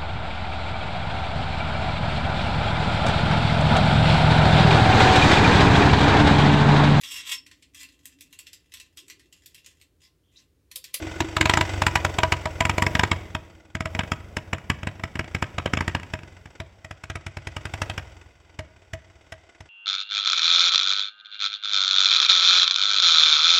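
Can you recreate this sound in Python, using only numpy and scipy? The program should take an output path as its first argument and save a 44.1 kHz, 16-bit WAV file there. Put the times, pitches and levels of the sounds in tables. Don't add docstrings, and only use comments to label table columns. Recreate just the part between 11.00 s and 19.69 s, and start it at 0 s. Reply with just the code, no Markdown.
import sys
import numpy as np
from scipy import signal
from scipy.fft import rfft, irfft
from scipy.io import wavfile
from scipy.ndimage import uniform_filter1d

SR = 44100
rng = np.random.default_rng(int(sys.argv[2]) if len(sys.argv) > 2 else 0)


def put_to_file(sound):
    columns = np.atleast_2d(sound).T
    safe = np.clip(columns, -1, 1)
    whole_steps = np.round(safe * 32767)
    wavfile.write(sys.argv[1], SR, whole_steps.astype(np.int16))


N = 383229
TIME = np.arange(N) / SR

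# (time [s], gas blast [dB], pipe ring [dB])
FIRINGS = [(0.2067, -23.5, -31), (0.3687, -21, -21), (0.4125, -15, -25), (0.458, -20, -21),
           (0.4979, -16, -19.5), (0.5386, -18, -21), (0.5741, -18, -20), (0.6123, -19.0, -22),
           (0.8213, -21, -25), (0.868, -16.5, -17), (0.9579, -16.5, -17.5), (1.0502, -20.5, -23),
           (1.1879, -22, -21), (1.2349, -18.5, -11.5), (1.3239, -17.5, -20.5), (1.458, -28, -20),
           (1.6083, -19, -17.5), (1.6544, -21, -24), (1.6975, -21, -29), (1.7828, -22.5, -20.5),
           (1.8242, -19.5, -20), (1.8675, -21.5, -25), (1.9537, -20.5, -23), (1.996, -18, -22),
           (2.0361, -19.5, -26), (2.117, -19.5, -25), (2.3513, -28, -28), (2.7532, -30, -32.5),
           (2.808, -29, -32), (2.8581, -30.5, -28), (2.9515, -30.5, -36), (2.9937, -23.5, -31),
           (3.036, -37.5, -39), (3.1203, -24, -32), (3.3701, -27.5, -32), (3.5331, -25.5, -30),
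           (3.5844, -43.5, -62), (3.7018, -21, -43), (3.8332, -36.5, -38), (3.8729, -29.5, -35.5),
           (3.998, -43.5, -40), (4.039, -28.5, -36), (4.1569, -33.5, -37), (4.1947, -26, -34),
           (4.245, -44, -52), (4.3502, -26, -40), (4.4264, -24.5, -41), (4.5847, -27, -46),
           (4.661, -27, -41), (4.7372, -22, -42), (4.7743, -26, -40), (4.8094, -25.5, -53),
           (4.8808, -25, -60), (4.9512, -25, -48), (4.9994, -41.5, -59), (5.0331, -40.5, -63),
           (5.1387, -29.5, -30), (5.1911, -45, -59), (5.2343, -46.5, -61), (5.4588, -46, -59),
           (5.6034, -36.5, -33), (5.8481, -40.5, -39), (5.9117, -38.0, -45), (6.0397, -38.5, -47),
           (6.1019, -34.5, -40), (6.157, -34, -38), (6.2668, -35.5, -42), (6.3719, -37, -56),
           (6.4727, -34, -42), (6.5673, -33, -41), (6.6557, -33, -42), (6.7397, -32.5, -38),
           (6.8198, -26.5, -35), (6.8996, -31.5, -35), (6.9804, -30.5, -39), (7.5922, -36, -29.5),
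           (7.936, -35.5, -27.5), (8.324, -39, -33), (8.6076, -47, -44)]
# (time [s], speed [turns/s])
CRANK_SPEED = [(0, 22), (.55, 25), (.9, 22), (1.5, 22), (2.1, 24.5), (2.7, 18), (3.1, 24), (3.6, 18),
               (4.1, 25), (4.9, 28), (5.9, 16), (6.9, 25), (7.5, 19), (8.69, 18)]
# (time [s], aspect [0 beside, 1 behind, 2 afar])
ASPECT = [(0, 0.68), (2, 0.9), (2.8, 1), (5.2, 1), (6, 1.7), (8.69, 2)]
# (frequency [Hz], width [Hz], gain beside [dB], behind [dB], afar [dB])
SILENCER_MODES = [(70.4, 7.5, -6, -7, 0.5), (91.6, 18.7, 3, 2.5, 4), (133.8, 15.6, -8, -0.5, -4),
                  (204.02, 57, -29.5, -2, -19)]
# (time [s], clatter [dB], puffs [dB])
MACHINE_FADERS = [(0.0, -38, -37), (0.34, -41, -41), (0.51, -33, -34), (1.21, -40.5, -34.5),
                  (1.47, -43, -39), (1.94, -40.5, -31.5), (2.59, -58, -52.5), (2.78, -64, -58),
                  (2.95, -47, -37), (3.22, -54.5, -45), (4.19, -54, -47.5), (4.79, -48.5, -44.5),
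                  (5.69, -58, -56), (6.29, -53.5, -61), (6.85, -46, -41), (7.36, -59, -58.5),
                  (8.35, -57, -60), (8.69, -57.5, -71)]
# (frequency [Hz], relative level [dB])
CLATTER_COLOUR = [(60, -6), (170, -21.5), (320, 4.5), (480, -2.5), (660, -3), (950, -3), (1200, -8.5),
                  (2200, -7.5), (3100, -8), (4400, -26.5), (6000, -38), (10000, -81)]
HISS_COLOUR = [(3500, -45), (4400, 4.5), (5600, 13), (6400, 6.5), (7600, 8), (8300, 0), (9200, -5),
               (12000, -24.5), (16000, -29)]
# (frequency [Hz], width [Hz], gain [dB])
CASING_MODES = [(668, 81, -5.5), (1464, 68, 8.5), (2040, 110, 5.5), (2485, 48, 0), (3650, 370, 0),
                (4610, 80, 7), (5510, 68, -6), (6230, 81, 1), (7780, 120, 5)]
# (time [s], level [dB])
DRONE_SWELLS = [(.045, -38), (0.229, -30), (.43, -26), (.59, -25.5)]
# (frequency [Hz], relative level [dB])
BLAST_BESIDE = [(200, -44.5), (370, 1), (490, -63.5), (700, 8), (950, 16.5), (1300, -2), (2300, -5),
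                (3200, -6.5), (4300, 20), (5400, -29), (6200, -4), (7400, -8), (9000, -29), (16000, -18)]
BLAST_BEHIND = [(200, 5.5), (290, -1.5), (480, -3), (800, 0), (1500, 2), (2200, 2.5), (3200, -3.5),
                (4300, -15), (5300, -14), (6300, -29), (7400, -20), (9000, -38), (11000, -37.5),
                (16000, -53)]
BLAST_AFAR = [(200, -21), (480, -4), (700, 3.5), (1100, -2), (1550, 1.5), (2100, 2), (3200, -4),
              (4300, -10), (5400, -6), (6300, -16.5), (7600, -19), (9000, -24.5), (11000, -28.5),
              (16000, -45)]
# (beside [s], behind [s], afar [s])
BLAST_DECAY = [.0045, .0023, .0035]
# (beside [dB], behind [dB], afar [dB])
BLAST_TREBLE = [0, -13, -7]
# (blast [dB], thump [dB])
THUMP_LAW = [(-39, -41), (-37, -31), (-33.5, -31), (-17.5, -20.5)]
# (frequency [Hz], t60 [s])
PIPE_MODES = [(322, .11), (642, .125), (975, .115)]
# (frequency [Hz], t60 [s], relative level beside [dB], behind [dB], afar [dB])
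UPPER_RINGS = [(760, .06, -7, -16, -11), (1295, .06, -14, -22, -21), (1600, .04, -15, -14, -8),
               (1935, .09, -18, -19, -4), (2265, .06, -8, -13, -24), (2560, .07, -20, -20, -11),
               (5370, .06, -25, -25, -28), (6775, .06, -20, -28, -28)]
# (frequency [Hz], t60 [s])
QUARRY_DECAY = [(60, 0.95), (300, 0.97), (1500, 0.53), (4000, 0.56), (16000, 0.1)]


def from_db(db):
    return 10 ** (np.asarray(db) / 20)


def rms_one(x):
    return x / np.sqrt(np.mean(x ** 2) + 1e-20)


def curve(rows, at=TIME):
    s, *columns = np.transpose(rows)
    return [np.interp(at, s, c) for c in columns]


def at_hz(points, hz):
    f, value = np.transpose(points)
    return np.interp(np.log(hz + 1), np.log(f), value)


def butter(x, hz, kind, order=2):
    return signal.sosfilt(signal.butter(order, hz, kind, fs=SR, output="sos"), x + 1e-18)


def noise(colour, size=N):
    hz = np.fft.rfftfreq(size, 1 / SR)
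    return rms_one(irfft(rfft(rng.standard_normal(size)) * from_db(at_hz(colour, hz)), size))


def wobble(depth, hz, size=N):
    return 1 + depth * rms_one(butter(rng.standard_normal(size), hz, "low"))


def resonate(x, hz, width):
    r = np.exp(-np.pi * width / SR)
    feedback = [1, -2 * r * np.cos(2 * np.pi * hz / SR), r * r]
    return signal.lfilter(np.array([1, 0, -1]) * (1 - r * r) / 2, feedback, x + 1e-18)


def clicks(times, heights):
    out = np.zeros(N)
    np.add.at(out, np.clip(np.round(times * SR).astype(int), 0, N - 1), heights)
    return out


def add(out, s, sound):
    i = max(round(s * SR), 0)
    out[i:i + len(sound)] += sound[:N - i]


def facing(s):
    return np.maximum(1 - abs(curve(ASPECT, s)[0] - np.arange(3)), 0)


def thump_of(blast_db):
    return np.interp(blast_db, *np.transpose(THUMP_LAW))


def unfired_turns():
    marks = np.r_[-.02, np.array(FIRINGS)[:, 0], N / SR + .02]
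    speed, = curve(CRANK_SPEED, (marks[1:] + marks[:-1]) / 2)
    counts = np.maximum(np.round(np.diff(marks) * speed), 1).astype(int)
    times = np.concatenate([np.linspace(a, b, n + 1)[1:-1] for a, b, n in zip(marks, marks[1:], counts)])
    return times[(times > 0) & (times < N / SR)]


def silencer(kicks, pulse_s, suction, suction_s, leak_hz):
    t = np.arange(-SR // 100, SR // 100) / SR
    hump = np.exp(-.5 * (t / pulse_s) ** 2) - suction * np.exp(-.5 * ((t + suction_s) / .0022) ** 2)
    flow = signal.fftconvolve(kicks, hump, "same")
    aspect, = curve(ASPECT)
    boom = sum(from_db(np.interp(aspect, np.arange(3), dbs)) * resonate(flow, hz, width)
               for hz, width, *dbs in SILENCER_MODES)
    return butter(butter(flow, leak_hz, "high", order=1) + boom, 25, "high")


def puffs(turns, trim_db=-2, rumble_db=-2):
    _, fader_db = curve(MACHINE_FADERS)
    kicks = clicks(turns, from_db(rng.normal(0, 2, len(turns))))
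    puffing = rms_one(silencer(kicks, pulse_s=.0018, suction=.3, suction_s=.0067, leak_hz=570))
    rumble = noise([(15, -20), (30, -45.5), (55, -24), (92, 8),
                    (125, -5.5), (250, -9.5), (600, -8), (3000, -41)])
    return from_db(fader_db + trim_db) * (puffing + from_db(rumble_db) * rumble)


def tyre_grit(grains_per_s=700):
    grains = (rng.random(N) < grains_per_s / SR) * rng.standard_normal(N)
    return rms_one(butter(grains, [700, 3500], "band"))


def clatter(turns, slap_db=-12, attack_s=.004, trim_db=-1.5, hiss_db=-12.5):
    fader_db, _ = curve(MACHINE_FADERS)
    speed, = curve(CRANK_SPEED, turns)
    chuffs = clicks(turns - attack_s, from_db(rng.normal(0, 3.5, len(turns))))
    slaps = clicks(turns + .5 / speed, from_db(rng.normal(slap_db, 3, len(turns))))
    age = TIME[:SR // 20] / attack_s
    pulses = 2.1 * signal.fftconvolve(chuffs + slaps, age * np.exp(1 - age))[:N]
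    rattle = rms_one(noise(CLATTER_COLOUR) * (1 + pulses))
    hiss = rms_one(noise(HISS_COLOUR) * (1 + .7 * pulses))
    mix = from_db(fader_db) * (from_db(trim_db) * (rattle + .2 * tyre_grit()) + from_db(hiss_db) * hiss)
    casing = sum(from_db(db) * resonate(mix, hz, width) for hz, width, db in CASING_MODES)
    return .75 * (mix + casing)


def pipe_drone(hz=321, bed_db=-41.5, hold_s=.62, fade_db_per_s=9, swell_s=.016):
    phase = 2 * np.pi * np.cumsum(hz * wobble(.035, hz=40)) / SR
    tone = rms_one(np.sin(phase) * wobble(.6, hz=40))
    bed = from_db(bed_db - fade_db_per_s * np.maximum(TIME - hold_s, 0))
    swells = sum(from_db(db) * np.exp(-.5 * ((TIME - s) / swell_s) ** 2) for s, db in DRONE_SWELLS)
    return (bed + swells) * tone


def blasts(lead_s=.0055, rise_s=.0012, tail_db=-22, return_s=.016, return_db=-17, bounce=.16):
    out, size = np.zeros(N), 4096
    t = np.arange(size) / SR - lead_s + .000056
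    before, after = np.minimum(t, 0), np.maximum(t, 0)
    rise = .18 * np.clip(1 + t / lead_s, 0, 1) + .82 * np.exp(-.5 * (before / rise_s) ** 2)
    tail = from_db(tail_db) * (1 - np.exp(-after / .002)) * np.exp(-after / .011)
    returning = from_db(return_db) * np.exp(-abs(t - return_s) / .0035)
    hz = np.geomspace(100, 16000, 60)
    colours = np.array([at_hz(c, hz) for c in (BLAST_BESIDE, BLAST_BEHIND, BLAST_AFAR)])
    round_trip = np.r_[1, np.zeros(round(SR / PIPE_MODES[0][0]) - 1), -bounce]
    for s, level_db, _ in FIRINGS:
        view = facing(s)
        jet = rise * np.exp(-after / (view @ BLAST_DECAY)) + tail
        ragged_db = rng.normal(0, 2, len(hz))
        gas = noise(np.c_[hz, view @ colours + ragged_db], size)
        body = butter(butter(gas, 152, "high"), 4540, "low", order=6) * (jet + returning)
        body = signal.lfilter([1], round_trip, body)
        sizzle = butter(gas, 5100, "high", order=6) * (uniform_filter1d(jet, size=170) + .4 * returning)
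        body /= np.sqrt(np.sum(butter(body, [1100, 3600], "band") ** 2) / (.015 * SR))
        sizzle /= np.sqrt(np.sum(sizzle ** 2) / (.015 * SR))
        treble = from_db(view @ BLAST_TREBLE + rng.standard_normal())
        add(out, s - lead_s, from_db(level_db) * (body + treble * sizzle))
    return out


def thumps(push_db=14, shock_db=16, shock_s=.0002, knock_delay_s=.01094):
    times, blast_db, _ = np.transpose(FIRINGS)
    heights = from_db(thump_of(blast_db) + push_db)
    push = silencer(clicks(times, heights), pulse_s=.0008, suction=.27, suction_s=.003, leak_hz=600)
    behind = np.array([facing(s)[1] for s in times])
    speed, = curve(CRANK_SPEED, times)
    knock_heights = from_db(24.5 + .6 * (speed - 26)) * heights * behind ** 3
    knocks = butter(clicks(times + knock_delay_s, knock_heights), 250, "low")
    fronts = clicks(times, from_db(blast_db + shock_db) * (.1 + .4 * behind))
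    shocks = signal.lfilter([1], [1, -np.exp(-1 / (shock_s * SR))], fronts + 1e-18)
    return push + butter(butter(shocks, 3000, "low", order=4) + knocks, 140, "high", order=1)


def pipe_ring(first_db=-9, upper_db=-2, scatter_db=3, sag=.01, cooling_s=.0047, attack_s=.002):
    out, t = np.zeros(N), TIME[:SR // 5]
    for s, blast_db, ring_db in FIRINGS:
        third_lead_db = -3 + 1.4 * (blast_db + 25) + rng.normal(0, 3)
        second_db = ring_db - 10 * np.log10(1 + from_db(third_lead_db) ** 2)
        levels = [thump_of(blast_db) + first_db, second_db, second_db + third_lead_db]
        modes = [(hz, t60, db) for (hz, t60), db in zip(PIPE_MODES, levels)]
        modes += [(hz, t60, blast_db + upper_db + facing(s) @ dbs + rng.normal(0, scatter_db))
                  for hz, t60, *dbs in UPPER_RINGS]
        heat = rng.normal(1, .012)
        bent_time = np.cumsum(heat + sag * np.exp(-t / cooling_s)) / SR
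        tone = sum(from_db(db - 60 * t / t60) * np.sin(2 * np.pi * (hz * bent_time + rng.random()))
                   for hz, t60, db in modes)
        flutter = wobble(.18, hz=90, size=len(t))
        add(out, s, tone * flutter * (1 - np.exp(-t / attack_s)))
    return out


def quarry_echo(x, near_db=-22, far_db=-18, build_s=.0022):
    t, tail = TIME[:SR], np.zeros(SR)
    edges = np.geomspace(40, 16000, 9)
    for lo, hi in zip(edges, edges[1:]):
        t60 = at_hz(QUARRY_DECAY, np.sqrt(lo * hi))
        tail += butter(rng.standard_normal(SR), [lo, hi], "band") * from_db(-60 * t / t60)
    tail *= 1 - np.exp(-t / build_s)
    tail = butter(tail / np.sqrt(np.sum(tail ** 2)), 9000, "low", order=1)
    send = from_db(np.linspace(near_db, far_db, N))
    return signal.fftconvolve(x * send, tail)[:N]


def scene():
    turns = unfired_turns()
    exhaust = blasts() + thumps() + pipe_ring()
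    return (exhaust + quarry_echo(exhaust) + puffs(turns) + clatter(turns) + pipe_drone())[None]


def record(dry, ceiling=.87, stop_hz=16600):
    high_cut = signal.cheby2(16, 60, stop_hz, fs=SR, output="sos")
    return signal.sosfilt(high_cut, ceiling * np.tanh(dry / ceiling))


dry = scene()
out = record(dry)
put_to_file(out)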